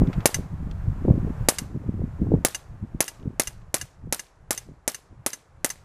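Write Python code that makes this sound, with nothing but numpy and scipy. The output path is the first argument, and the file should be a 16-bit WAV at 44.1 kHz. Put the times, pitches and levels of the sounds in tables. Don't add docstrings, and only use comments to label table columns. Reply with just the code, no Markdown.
import sys
import numpy as np
from scipy import signal
from scipy.fft import rfft, irfft
from scipy.io import wavfile
from scipy.ndimage import uniform_filter1d

SR = 44100
rng = np.random.default_rng(int(sys.argv[2]) if len(sys.argv) > 2 else 0)


def output_pcm(signal):
    pcm = np.clip(np.atleast_2d(signal).T, -1, 1) * 32767
    wavfile.write(sys.argv[1], SR, np.round(pcm).astype(np.int16))


def elevation(decibels):
    levels = np.asarray(decibels, float)
    return 10 ** (levels / 20)


N = 257749


def evened(x):
    return x / np.sqrt(np.mean(x ** 2) + 1e-20)


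def add(mix, start_s, sound):
    part = mix[round(start_s * SR):][:len(sound)]
    part += sound[:len(part)]


def read(hz, table_hz, value):
    return np.interp(np.log(hz + 1), np.log(np.add(table_hz, 1)), value)


def noise(spectrum, size):
    gain = elevation(read(np.fft.rfftfreq(size, 1 / SR), *np.transpose(spectrum)))
    return evened(irfft(rfft(rng.standard_normal(size)) * gain, size))


def seconds(length):
    return np.arange(round(length * SR)) / SR


# top in seconds, buffeting in dB, rumble in dB, half length in seconds.
GUSTS = [(0.014, -9.5, -14, 0.047), (0.089, -20.5, -28, 0.03), (0.18, -21, -21, .03),
         (0.384, -24, -31.5, 0.072), (0.528, -25.5, -22, 0.026), (0.664, -27, -27.5, 0.094),
         (0.898, -25, -22.5, 0.049), (1.094, -11, -21.5, 0.092), (1.173, -19, -25, 0.12),
         (1.273, -20, -26, 0.051), (1.421, -28.5, -26, 0.058), (1.622, -32, -37.5, 0.065),
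         (1.745, -23, -39, 0.079), (1.883, -18, -34, 0.053), (1.94, -23, -29, 0.071),
         (2.025, -21, -28, 0.066), (2.224, -17, -20.5, 0.035), (2.262, -15.5, -28, 0.044),
         (2.335, -10, -19, 0.059), (2.734, -36.5, -36, 0.057), (2.828, -22.5, -37, 0.025),
         (2.95, -30, -36, 0.051), (3.223, -29, -35.5, 0.0364), (3.275, -22.5, -37.5, 0.061),
         (3.482, -35, -31, 0.016), (3.813, -32.5, -40, .04), (4.065, -31, -33.5, 0.063),
         (4.694, -31, -46, 0.045), (5.121, -30, -42.5, 0.027), (5.197, -45.5, -43, 0.034)]


def gusts(t, tops_db, fall_db, lull_db):
    power = elevation(2 * lull_db)
    for (top_s, *_, half_s), top_db in zip(GUSTS, tops_db):
        power = power + elevation(2 * (top_db - fall_db * abs(t - top_s) / half_s))
    return 10 * np.log10(power)


def eddy(db, hz, turn):
    cycles = seconds(3 / hz) * hz - 1.5
    angle = 2 * np.pi * (cycles + turn)
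    return elevation(db) * np.sin(angle + 0.26 * np.sin(angle)) * np.exp(-(cycles / .5) ** 2)


# time in seconds, level in dB.
BREEZE = [(0, -33), (.32, -47.5), (.45, -37), (.8, -33), (1.35, -39), (1.52, -44.5), (1.9, -37.5),
          (2.15, -36), (2.55, -50.5), (3.1, -53), (3.62, -44), (3.92, -60), (4.3, -64.5), (4.47, -45),
          (4.83, -60), (5.45, -61), (5.56, -49.5), (5.84, -51.5)]
# frequency in Hz, density in dB per Hz.
RUMBLE = [(8.8, -37.5), (15, -1.5), (70, 0.5), (113, -2), (174, -7), (200, -13.5), (260, -35.5), (400, -74)]
# time in seconds, peak in dB, frequency in Hz.
THUDS = [(0.018, -8, 198), (0.036, -13.5, 241), (0.079, -13, 172), (0.088, -11.5, 190.4),
         (0.184, -16.5, 157), (0.396, -20, 139), (0.629, -24.5, 186.5), (0.884, -12.5, 78.5),
         (1.052, -13, 300), (1.089, -11, 334), (1.103, -14, 444.3), (1.11, -2, 128), (1.18, -11.5, 218),
         (1.232, -17, 171), (1.248, -16, 197), (1.305, -15, 183.7), (1.412, -17.5, 106),
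         (1.621, -21, 192.6), (1.763, -19.5, 258.8), (2.007, -18, 95), (2.04, -18, 156), (2.22, -10, 191.4),
         (2.32, -9, 345), (2.34, -10.5, 376), (2.347, -10, 201.7), (2.829, -21.5, 126),
         (2.948, -21.5, 148.5), (3.259, -21, 217.5), (3.278, -15, 168), (4.689, -34.5, 300)]


def wind():
    t = np.arange(N) / SR
    lull_db = np.interp(t, *np.transpose(BREEZE))
    _, buffet_tops, rumble_tops, _ = np.transpose(GUSTS)
    buffet_db = gusts(t, buffet_tops, 15, lull_db - 9.5)
    rumble_db = gusts(t, rumble_tops, 12.5, lull_db - 1)
    out = elevation(rumble_db) * noise(RUMBLE, N)
    for when, size, pace, turn in rng.random((1300, 4)):
        db = buffet_db[int(when * N)]
        hz = 150 * elevation(0.23 * (db + 28.5) + 11 * (pace - 0.29))
        eddy_db = db - 8.0 - 4.663 * np.log(size + 0.031) - 6.4 * pace
        add(out, when * t[-1], eddy(eddy_db, hz, turn))
    for (when, db, hz), turn in zip(THUDS, rng.random(len(THUDS))):
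        add(out, max(when - 1.5 / hz, 0), eddy(db, hz, turn))
    return out


# time in seconds, gain in dB.
GAIN = [(0, -1), (.25, 0), (.5, -7.5), (1.45, -3), (1.7, -9.5), (2.4, -8.5), (2.7, -12.5), (3.3, -13),
        (4, -17.5), (5, -18), (5.84, -16)]


def camera_db():
    return np.interp(np.arange(N) / SR, *np.transpose(GAIN))


# frequency in Hz, density in dB per Hz.
TRAFFIC = [(100, -25.5), (300, -7.5), (700, -7), (1060, -8.5), (1600, -14), (2600, -24.5), (4000, -41.5),
           (6000, -59)]
# frequency in Hz, density in dB per Hz.
HISS = [(1000, -6), (3400, 1), (5500, -1.5), (7200, -0.5), (10000, -6.5), (14800, -7), (16000, -16.5)]


def air():
    swell = evened(uniform_filter1d(rng.standard_normal(N), 3000))
    gain_db = camera_db()
    traffic = elevation(-45 + gain_db + 0.48 * swell) * noise(TRAFFIC, N)
    hiss = elevation(-62.5 + 0.88 * gain_db) * noise(HISS, N)
    return traffic + hiss


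def tick(db, hz, length):
    t = seconds(0.09)
    puff = noise([(hz / 6, -9), (hz / 2, -2.5), (hz, 0), (hz * 1.84, -10), (hz * 4, -30)], len(t))
    return elevation(db - 7.5) * puff * np.minimum(t / 0.00021, 1) * np.exp(-t / length)


# start in seconds, peak in dB, frequency in Hz, length in seconds.
TICKS = [(0.072, -34.5, 2570, 0.003), (0.1295, -30, 2450, 0.0092), (0.2048, -34, 2540, 0.0055),
         (0.712, -36.5, 3460, 0.004), (3.147, -46, 2860, 0.003), (3.198, -48.5, 2630, 0.00334),
         (3.228, -46, 2700, 0.0029), (3.616, -53, 2990, 0.00468), (3.854, -50, 7340, 0.0033),
         (4.267, -44.5, 5000, 0.0024), (4.632, -58, 4690, 0.0029), (5, -51, 7210, 0.0025),
         (5.3928, -54, 2800, 0.003), (5.7006, -37, 6210, 0.0021), (5.777, -62.5, 2670, 0.003)]


def ticks(mix):
    for start_s, *row in TICKS:
        add(mix, start_s, tick(*row))


# frequency in Hz, bandwidth in Hz, level in dB.
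SNAP_RING = [(6370, 1500, 0), (10100, 2900, 3), (13440, 9000, -13), (2270, 707, -8)]


def snap():
    t = seconds(.003)
    out = np.zeros(len(t))
    for hz, width_hz, db in SNAP_RING:
        out += elevation(db) * np.exp(-np.pi * width_hz * t) * np.cos(2 * np.pi * hz * t)
    return out / out[0]


# frequency in Hz, level in dB, quick t60 in seconds, slow part in dB,
# slow t60 in seconds.
YARD = [(300, 2.5, 0.053, -17, .4), (842, 1.5, 0.1, -20, 0.13), (1660, -2, 0.11, -17.5, 0.48),
        (3036, -3.5, 0.04, -12.5, 0.34), (5770, 6, 0.051, -28, 0.48), (9300, 7.5, 0.044, -21, 0.27),
        (14200, -15.5, 0.15, -17, 0.35)]


def tail(length):
    hz, t, z = signal.stft(rng.standard_normal(round(length * SR)), SR, nperseg=128)
    table_hz, *columns = np.transpose(YARD)
    db, quick_s, slow_db, slow_s = (read(hz, table_hz, column)[:, None] for column in columns)
    patches = uniform_filter1d(rng.standard_normal(z.shape), size=5, axis=0)
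    patches_db = 2.2 * evened(uniform_filter1d(patches, size=4, axis=1))
    early = elevation(-60 * t / quick_s + patches_db)
    late = elevation(slow_db - 60 * t / slow_s + patches_db)
    out = signal.istft(z * elevation(db) * (early + late), SR, nperseg=128)[1]
    return out * np.minimum(np.arange(len(out)) / SR / .005, 1)


# frequency in Hz, level in dB, t60 in seconds.
ACTION = [(1690, -5, .035), (2020, -4, .035), (2830, -3, .045), (3770, -11, .03), (4750, -11, .035),
          (6220, 0, .05), (7350, -6, .03), (8400, -10, .035), (8900, -8, .04), (10350, -8, .035),
          (10680, -8, .04), (11900, -12, .03)]


def ring(t, thin_db, deep_db, stretch=1):
    out = np.zeros(len(t))
    for (hz, db, t60), (tune, blow, turn) in zip(ACTION, rng.standard_normal((len(ACTION), 3))):
        level_db = db + (thin_db if hz > 4200 else deep_db) + 2.5 * blow
        decay = elevation(level_db - 60 * t / (t60 * stretch))
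        out += decay * np.sin(2 * np.pi * (hz * (1 + .004 * tune) * t + turn))
    return out * np.minimum(t / 0.0013, 1)


def gas_push(push_db, barrel_db):
    t = seconds(.006)
    u = t / .0004
    push = elevation(push_db) * np.sin(np.pi * u / 2) * np.exp(-(u / 3.2) ** 2) * np.minimum(u / .25, 1)
    return push + elevation(barrel_db - 60 * t / 0.0052) * np.sin(2 * np.pi * 1940 * t)


SNAP_MS = [.05, .3, .85, 1.1, 1.32, 1.6]
SNAP_DB = [-14.5, -2.5, 13, 0, -13.5, -26.5]


def valve_snaps(rebound_ms, push_db, rebound_db):
    out = np.zeros(400)
    levels_db = np.append(SNAP_DB, rebound_db) + 1.2 * rng.standard_normal(len(SNAP_MS) + 1)
    for ms, snap_db in zip(np.append(SNAP_MS, rebound_ms), levels_db):
        leading_db = push_db + 7.0 if ms < .5 else 0
        add(out, ms / 1000, elevation(snap_db + leading_db) * snap())
    return out


# delays in ms, the second from the ground.
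ECHO_MS = [0, 3.5, 8.2, 12, 36, 54.8, 58.3, 112]
ECHO_TREBLE_DB = [2, -4, -21.5, -20.5, -44, -41, -44, -48]
ECHO_BASS_DB = [1, -7, -18, -27, -21.5, -32, -56.5, -29]


def shot(rebound_ms, db, push_db, rebound_db, tail_db, ground_db, barrel_db):
    push = gas_push(push_db, barrel_db)
    snaps = valve_snaps(rebound_ms, push_db, rebound_db)
    t = seconds(.002)
    smeared = np.convolve(snaps, .3 * np.exp(-t / .00025) * np.cos(2 * np.pi * 9600 * t))
    out = elevation(tail_db) * tail(.6)
    add(out, .0548, elevation(tail_db - 27.0) * tail(.3))
    add(out, .001, ring(seconds(.1), -27.0, -32.5))
    for ms, treble_db, bass_db in zip(ECHO_MS, ECHO_TREBLE_DB, ECHO_BASS_DB):
        echo = elevation(treble_db) * (smeared if ms else snaps)
        add(echo, 0, elevation(bass_db) * push)
        add(out, ms / 1000, echo * elevation(ground_db if ms == ECHO_MS[1] else 0))
    return elevation(db - 2.0) * signal.lfilter(*signal.butter(2, 96, "high", fs=SR), out)


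SHOT_S = [.2566, 1.4865, 2.449, 3.0052, 3.3969, 3.7425, 4.125, 4.5075, 4.8778, 5.2629, 5.6457]
# snap peak in dB, gas push in dB, rebound snap in dB, barrel ring in dB.
SHOTS = [(3.5, -2, 8, -15.5), (3.5, -4, 2.5, -14.5), (0.5, -4.5, -2.5, -14), (-2.5, -6, 3.5, -20.5),
         (-4.5, -4, 9, -19), (-6, -6.5, -6.5, -15), (-8, -6, -20, -23), (-7, -6, -17, -10.5),
         (-10, -3.5, -14, -15.5), (-10.5, -2.5, -23, -17), (-9, -4, -22.5, -2)]


def shots(mix):
    for k, (start_s, (snap_db, push_db, rebound_db, barrel_db)) in enumerate(zip(SHOT_S, SHOTS)):
        rebound_ms = np.clip(3.25 - .07 * (5 - k), 3, 3.25)
        tail_db, ground_db = -15 - 0.56 * snap_db, -2.5 - 0.65 * snap_db
        add(mix, start_s, shot(rebound_ms, snap_db, push_db, rebound_db, tail_db, ground_db, barrel_db))


# frequency in Hz, density in dB per Hz.
PELLET = [(800, -22.5), (2500, -9), (6200, 1.5), (8000, -4.5), (11000, -0.5), (15000, -8)]


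def pellet(db):
    t = seconds(.008)
    return elevation(db + 2.5) * noise(PELLET, len(t)) * np.minimum(t / .0002, 1) * np.exp(-t / .0009)


PELLET_S = [.275, 1.5024, 2.4685, 2.473, 2.4853, 3.0248, 3.0281, 3.0424, 3.4192, 3.4224, 3.4351, 3.7645,
            3.7677, 3.7824, 4.1461, 4.1495, 4.1646, 4.5278, 4.5307, 4.5489, 4.8992, 4.9181, 5.304, 5.6619,
            5.6925]
PELLET_DB = [-18, -20, -22, -25, -27, -24, -27, -27.5, -22.5, -29, -29, -33.5, -27.5, -31.5, -18, -29.5,
             -43, -23.5, -23, -30, -28, -31, -29, -19.5, -29]


def pellets(mix):
    for start_s, db in zip(PELLET_S, PELLET_DB):
        add(mix, start_s, pellet(db))


# frequency in Hz, density in dB per Hz.
RATTLE = [(700, -15), (1900, -6.5), (2800, -17), (4000, -12.5), (6200, -0.5), (8000, -11), (10900, -11.5),
          (15500, -20.5)]


def clack(db, thin_db, deep_db, length):
    t = seconds(.08)
    rattle = np.minimum(t / 0.000737, 1) * np.exp(-t / 0.0086) * noise(RATTLE, len(t))
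    rest = elevation(-700 * np.maximum(t - length, 0))
    struck = (rattle + elevation(5.5) * ring(t, thin_db, deep_db)) * rest
    out = elevation(-5.0) * tail(0.45)
    add(out, 0, struck)
    add(out, 0, elevation(-27) * ring(seconds(.25), thin_db, deep_db, stretch=5))
    return elevation(db - 9.0) * out


# start in seconds, peak in dB, thin ring in dB, deep ring in dB,
# rattle length in seconds.
CLACKS = [(0.3434, -15.5, 0, -3.5, 0.029), (1.5845, -16.5, -1.5, -2.5, 0.0061),
          (2.5465, -18, -4, -2, 0.015), (3.0794, -21, -4, -2.5, 0.033), (3.472, -21, -1.5, -1.5, 0.011),
          (3.8126, -22.5, -0.5, -2, 0.014), (4.1939, -23, -4, -5, 0.0064), (4.5762, -23.5, 0, -2.5, 0.014),
          (4.945, -24, 0.5, -6, 0.011), (5.3316, -23.5, -1, -3.5, 0.025), (5.7016, -20, -2.5, -3.5, 0.017)]


def clacks(mix):
    for start_s, *row in CLACKS:
        add(mix, start_s, clack(*row))


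def scene():
    since = np.arange(N) / SR - np.array(SHOT_S)[:, None]
    ducked = ((since > 0) * np.exp(-(since / .09) ** 4)).sum(0)
    mix = wind() * elevation(-7.5 * ducked) + air()
    for source in (shots, pellets, clacks, ticks):
        source(mix)
    return mix[None]


# frequency in Hz, threshold in dB per bin.
HEARD = [(6000, -130), (10000, -118), (12000, -112), (14000, -104), (15500, -96)]


def audible(sound):
    hz, _, z = signal.stft(sound, SR, nperseg=2048)
    band_db = 10 * np.log10(abs(uniform_filter1d(abs(z) ** 2, size=32, axis=1)) + 1e-20)
    kept = np.clip((band_db - read(hz, *np.transpose(HEARD))[:, None]) / 2, 0, 1)
    return signal.istft(z * kept, SR, nperseg=2048)[1][:, :N]


def roll_off(x):
    return signal.sosfilt(signal.butter(12, 16440, fs=SR, output="sos"), x)


def record(dry):
    top = signal.firwin(121, 14850, window=("kaiser", 7), fs=SR)
    soft = signal.oaconvolve(np.clip(dry, -1.05, 1.05), top[None], "same")
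    return roll_off(np.clip(audible(soft), -1, 1))


dry = scene()
out = record(dry)
output_pcm(out)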